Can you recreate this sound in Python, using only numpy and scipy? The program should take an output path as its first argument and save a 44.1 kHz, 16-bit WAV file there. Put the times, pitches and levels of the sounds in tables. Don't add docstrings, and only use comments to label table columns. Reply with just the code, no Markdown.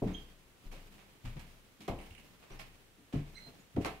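import sys
import numpy as np
from scipy import signal
from scipy.fft import rfft, irfft
from scipy.io import wavfile
from scipy.ndimage import uniform_filter1d

SR = 44100
rng = np.random.default_rng(int(sys.argv[2]) if len(sys.argv) > 2 else 0)


def digitize_waveform(pressure):
    field = np.atleast_2d(pressure).T
    bounded = np.clip(field, -1, 1)
    quanta = np.round(bounded * 32767).astype(np.int16)
    wavfile.write(sys.argv[1], SR, quanta)


N = 176400
TIME = np.arange(N) / SR
AGE = TIME[:SR]
CONTACT_LIKENESS = 0.11

# pitch_hz, likeness
AIR_LIKENESS = [(60, 0.81), (200, .55), (550, 0.57), (1600, 0), (15000, 0)]
# pitch_hz, left_minus_right_db
AIR_BALANCE = [(60, 4), (180, 2.5), (550, 2.5), (1600, -2.5), (5000, 0), (15000, -5)]


def from_db(db):
    return 10 ** (np.asarray(db) / 20)


def rms_one(x):
    return x / np.sqrt(np.mean(x ** 2) + 1e-20)


def at_hz(points, hz):
    pitches, values = np.transpose(points)
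    return np.interp(np.log(hz + 1), np.log(pitches), values)


def pan(db):
    return from_db(np.array([[.5], [-.5]]) * db)


def add(out, start_s, x):
    i = max(int(start_s * SR), 0)
    out[:, i:i + x.shape[-1]] += x[..., :N - i]


def wander(size, step_s):
    return np.interp(TIME[:size] / step_s, np.arange(size), rng.standard_normal(size))


def noise(spectrum, likeness, size, tilt_db=0, balance=None):
    hz = np.arange(size // 2 + 1) * SR / size
    mid, side = rfft(rng.standard_normal((2, size)))
    alike = np.clip(at_hz(likeness, hz) if np.ndim(likeness) else likeness, -1, 1)
    stereo = np.sqrt(1 + alike) * mid + np.sqrt(1 - alike) * side * [[1], [-1]]
    gain = from_db(at_hz(spectrum, hz) + tilt_db * np.log2(hz + 1))
    gain *= hz ** 2 / (hz ** 2 + (spectrum[0][0] / 2) ** 2)
    if balance:
        gain = gain * pan(at_hz(balance, hz))
    return rms_one(irfft(gain * stereo, size))


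def keep_band(x, hz, kind, order=2):
    return signal.sosfilt(signal.butter(order, np.clip(hz, 10, 19000), kind, fs=SR, output="sos"), x)


def dying(ring_s):
    return np.exp(-np.log(1000) * AGE / ring_s)


def burst(t, rise_s, decay_s):
    return np.minimum(t / rise_s, 1) * np.exp(-np.maximum(t - rise_s, 0) / decay_s)


def room_tone():
    # pitch_hz, level_db
    air_spectrum = [(20, -5), (45, -2), (100, -0.5), (190, -5), (400, -7), (800, -12.5), (1500, -13),
                    (3000, -14), (5000, -20), (9000, -22), (15500, -26)]
    return from_db(-64) * noise(air_spectrum, AIR_LIKENESS, N, balance=AIR_BALANCE)


def corridor_echo(x):
    # pitch_hz, ring_s
    echo_times = [(300, 0.23), (1200, 0.38), (2500, 0.37), (5000, 0.21), (9000, 0.33), (15000, 0.24)]
    # pitch_hz, level_db
    echo_levels = [(300, -0.5), (2500, 4.5), (6000, 0.5), (15000, 2.5)]
    white = rng.standard_normal((2, 2, SR))
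    octaves_hz = 125 * 2 ** np.arange(8)
    tail = 0
    for k, (low, high) in enumerate(zip(octaves_hz, octaves_hz[1:])):
        hz = np.sqrt(low * high)
        band = keep_band(white[k % 2], [low, high], "band")
        tail = tail + band * from_db(at_hz(echo_levels, hz)) * dying(at_hz(echo_times, hz))
    tail *= np.clip(AGE / 0.0039 - 1, 0, 1)
    tail /= np.sqrt(np.sum(tail ** 2))
    blended = 1.03 * x + 0.18 * x[::-1]
    return from_db(-3) * signal.fftconvolve(blended, tail, axes=1)[:, :N]


def rustle():
    # peak_s, level_db
    strides = [(0.17, -61.5), (0.85, -60.5), (1.422, -60), (2.12, -59), (2.65, -63), (3.419, -59.5),
               (3.95, -61.5)]
    # pitch_hz, level_db
    cloth_spectrum = [(50, 7.5), (170, 15.5), (400, 5), (700, 2.5), (1400, -2), (2600, 0.5), (4500, -5.5),
                      (9000, -12.5), (15000, -12)]
    width_s = 0.16
    swells = sum(from_db(db) * np.exp(-.5 * ((TIME - peak_s) / width_s) ** 2) for peak_s, db in strides)
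    flutter = from_db(3.4 * wander(N, step_s=.025) + 1.7 * wander(N, step_s=0.00091))
    return swells * flutter * noise(cloth_spectrum, AIR_LIKENESS, N, balance=AIR_BALANCE)


def board_squeaks():
    # start_s, rise_s, decay_s, pitch_hz, level_db, overtone_db, wobble (share of the pitch)
    squeaks = [(0.131, .012, .005, 6470, -57.5, -26, .005), (0.139, 0.011, 0.01, 3265, -42.5, -34, 0.039),
               (0.179, .015, 0.014, 3235, -52, -32, .022), (2.011, 0.0062, 0.009, 9140, -60.5, -30, .004),
               (2.515, 0.0059, 0.009, 5950, -57, -28, .007), (2.59, 0.0027, .008, 5500, -52.5, -32, 0.07),
               (3.343, 0.02, 0.026, 4125, -50.5, -17, 0.017), (3.354, 0.025, 0.013, 2060, -51, -14, 0.096),
               (3.36, .012, .006, 6020, -59, -26, .005), (3.411, 0.03, 0.017, 4133, -54, -27, 0.019),
               (3.587, .02, .012, 6840, -67, -30, .004)]
    out, size = np.zeros((2, N)), SR // 2
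    rasp_db = 4
    flat_start = 0.056 * np.exp(-AGE[:size] / 0.0057)
    for start_s, rise_s, decay_s, hz, db, overtone_db, wobble in squeaks:
        pitch_hz = hz * (1 - flat_start + wobble * wander(size, step_s=.0005))
        phase = 2 * np.pi * np.cumsum(pitch_hz) / SR
        tone = np.sin(phase) + from_db(overtone_db) * np.sin(2 * phase)
        rasp = rms_one(from_db(rasp_db * wander(size, step_s=0.00198)))
        add(out, start_s, from_db(db) * rasp * burst(AGE[:size], rise_s, decay_s) * tone)
    return out * pan(db=-10)


def joint_ticks():
    # start_s, level_db
    slips = [(1.988, -55), (2.014, -56), (2.061, -57.5), (2.107, -53), (2.15, -52), (2.18, -54),
             (2.238, -144)]
    # pitch_hz, level_db
    tick_spectrum = [(1000, -37), (2000, -3), (2900, 5), (4000, -23), (7000, -27), (8600, -11),
                     (11000, -23), (15000, -38)]
    out, size = np.zeros((2, N)), SR // 10
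    decay_s = 0.0056
    fade = np.exp(-AGE[:size] / decay_s)
    for start_s, db in slips:
        add(out, start_s, from_db(db) * fade * noise(tick_spectrum, CONTACT_LIKENESS, size))
    return out * pan(db=-10.5)


def sole_scuffs():
    # start_s, level_db, rise_s, decay_s, tilt_db_per_octave, left_minus_right_db
    touches = [(0.02, -59, 0.0084, 0.059, 1, -3), (0.069, -50, 0.0015, 0.06, -2.5, -6),
               (0.712, -54, 0.0063, 0.048, 1.7, -5.5), (0.969, -62, 0.013, 0.057, 0, -6),
               (1.245, -52, 0.012, 0.036, .5, -3), (1.366, -48, 0.0023, 0.01, -2.5, 2),
               (1.392, -55.5, 0.0031, 0.026, 2, -9), (1.805, -54, 0.0013, 0.033, 2, -2),
               (1.877, -44.5, 0.0029, 0.015, 1.1, -6), (1.98, -57, .02, 0.053, -2, -1),
               (2.42, -57.5, 0.0093, 0.031, -1.5, -2), (2.499, -55.5, 0.0035, 0.062, -0.5, -2),
               (2.588, -47, 0.011, 0.016, 1, -5), (3.125, -51.5, 0.0014, 0.066, -0.5, -3.5),
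               (3.485, -61.5, 0.0045, 0.0081, -4, -6), (3.763, -44, 0.00033, 0.0097, -3, -6),
               (3.798, -55.5, 0.019, 0.046, 1.5, -10), (3.847, -31, 0.0013, 0.003, 0, -2),
               (3.854, -36, 0.0067, 0.011, -.5, -8)]
    # pitch_hz, level_db
    sole_spectrum = [(150, -26), (400, 1), (800, 2.5), (1400, -4.5), (2400, -1.5), (3500, -8),
                     (5500, -13.5), (9000, -20), (12500, -22), (15500, -29)]
    out, size = np.zeros((2, N)), SR // 2
    grain_db = 3.5
    for start_s, db, rise_s, decay_s, tilt_db, pan_db in touches:
        grain = rms_one(from_db(grain_db * wander(size, step_s=.0006)))
        rub = grain * noise(sole_spectrum, CONTACT_LIKENESS, size, tilt_db)
        add(out, start_s, from_db(db) * pan(pan_db) * burst(AGE[:size], rise_s, decay_s) * rub)
    return out


def floor_bounce():
    # start_s, level_db
    bounces = [(0.021, -37.5), (0.657, -40), (1.249, -39), (1.89, -42.5), (2.511, -45), (3.14, -41),
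               (3.764, -46)]
    pitch_hz, ring_s, rise_s = 27.04, 0.88, 0.0048
    swing = np.sin(2 * np.pi * pitch_hz * AGE) * dying(ring_s) * (1 - np.exp(-AGE / rise_s))
    out = np.zeros((2, N))
    for start_s, db in bounces:
        add(out, start_s, from_db(db) * swing)
    return out * pan(db=3.7)


def footstep_thuds():
    # start_s, level_db, top_hz, bottom_hz, ring_s, underfoot_hz, underfoot_db
    landings = [(0.017, -29, 533, 90, 0.31, 275, -2.5), (0.058, -37, 288, 43, 0.21, 183.5, 10.5),
                (0.106, -52.5, 222, 45, 0.23, 181, 9), (0.635, -55, 296, 60, 0.86, 185.8, -2),
                (0.723, -53.5, 760, 98, 0.42, 149, -5), (0.885, -65, 273, 100, 1, 203.6, 5.5),
                (1.24, -39.5, 216, 46, 0.29, 118.6, 3.5), (1.354, -42.5, 220, 78, 0.31, 139.2, 0.5),
                (1.793, -56.5, 355, 99, 0.9, 217, -3), (1.878, -35, 850, 54, 0.36, 198.2, -1),
                (2.1, -51.5, 101, 45, 0.12, 79.4, 8.5), (2.503, -55.5, 477, 55, 0.79, 126.7, 1.5),
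                (2.98, -60.5, 377, 148, 0.35, 287, 1), (3.134, -32, 425, 90, 0.26, 271, -3),
                (3.156, -36.5, 189, 35, .27, 146, 10), (3.461, -57, 650, 125, 0.48, 138.6, 3),
                (3.745, -43.5, 200, 60, 0.3, 124, 6), (3.766, -28, 530, 89, .22, 264, 0.5),
                (3.849, -37.5, 1080, 214, 0.26, 451, -6)]
    # pitch_hz, level_db, ring_s
    board_notes = [(46.2, -4, 0.45), (60.24, 0.5, 0.74), (93.2, 0, 0.33), (111.4, -1, 0.1),
                   (147.8, -8, 0.46), (185.5, -4, 0.39), (225, -9, 0.13), (277, -10.5, 0.46),
                   (310.5, -4.5, 0.36), (376.4, -9.5, 0.31), (425, -7.5, 0.5), (482.5, -16, 0.38),
                   (549, -10.5, 0.12), (593, -11.5, .3), (665, -6, 0.36), (692, 1.5, 0.3), (766, -6, 0.5)]
    # pitch_hz, level_db
    floor_spectrum = [(30, -14), (70, -2), (150, -2.5), (270, -1.5), (450, -5), (700, -8), (1100, -2.5),
                      (2000, -8.5), (5000, -38)]
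    # pitch_hz, likeness
    floor_likeness = [(60, 0.84), (200, 0.92), (500, 0.78), (1000, 0.77), (2000, 0.19)]
    notes_db, scatter_db = -2, 1.5
    steady_s, treble_hz, treble_decay_s = 0.017, 895, 0.074
    note_hz, note_db, note_ring_s = np.transpose(board_notes)
    notes = np.array([(-1) ** k * np.sin(2 * np.pi * hz * AGE) * dying(note_ring_s[k])
                      for k, hz in enumerate(note_hz)])
    strengths = from_db(note_db) / np.sqrt(np.sum(from_db(note_db) ** 2) / 2)
    boom_fade = from_db(-22.5) * dying(ring_s=0.94)
    cushion = np.minimum(AGE / 0.0041, 1)
    out = np.zeros((2, N))
    for start_s, db, top_hz, bottom_hz, ring_s, underfoot_hz, underfoot_db in landings:
        boards = (strengths * from_db(notes_db + scatter_db * rng.standard_normal(len(notes)))) @ notes
        underfoot = from_db(underfoot_db) * np.sin(2 * np.pi * underfoot_hz * AGE) * dying(ring_s)
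        floor = noise(floor_spectrum, floor_likeness, SR)
        power = uniform_filter1d(np.mean(floor ** 2, axis=0), int(steady_s * SR))
        floor /= np.sqrt(power + 1e-9)
        floor *= from_db(5) * dying(ring_s) + boom_fade
        dull = keep_band(floor, treble_hz, "low", order=1)
        floor = dull + (floor - dull) * np.exp(-AGE / treble_decay_s)
        thud = keep_band((underfoot + boards + floor) * cushion, top_hz, "low", order=4)
        add(out, start_s, from_db(db) * keep_band(thud, bottom_hz, "high"))
    return out * pan(db=1)


def scene():
    contacts = sole_scuffs() + joint_ticks()
    squeaks = board_squeaks()
    air = room_tone()
    steps = footstep_thuds() + floor_bounce()
    echo = corridor_echo(contacts + squeaks)
    return air + echo + rustle() + from_db(-3) * squeaks + contacts + steps


def record(dry):
    cutoff_hz = 15720
    return signal.sosfilt(signal.ellip(12, .1, 70, cutoff_hz, fs=SR, output="sos"), dry)


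dry = scene()
out = record(dry)
digitize_waveform(out)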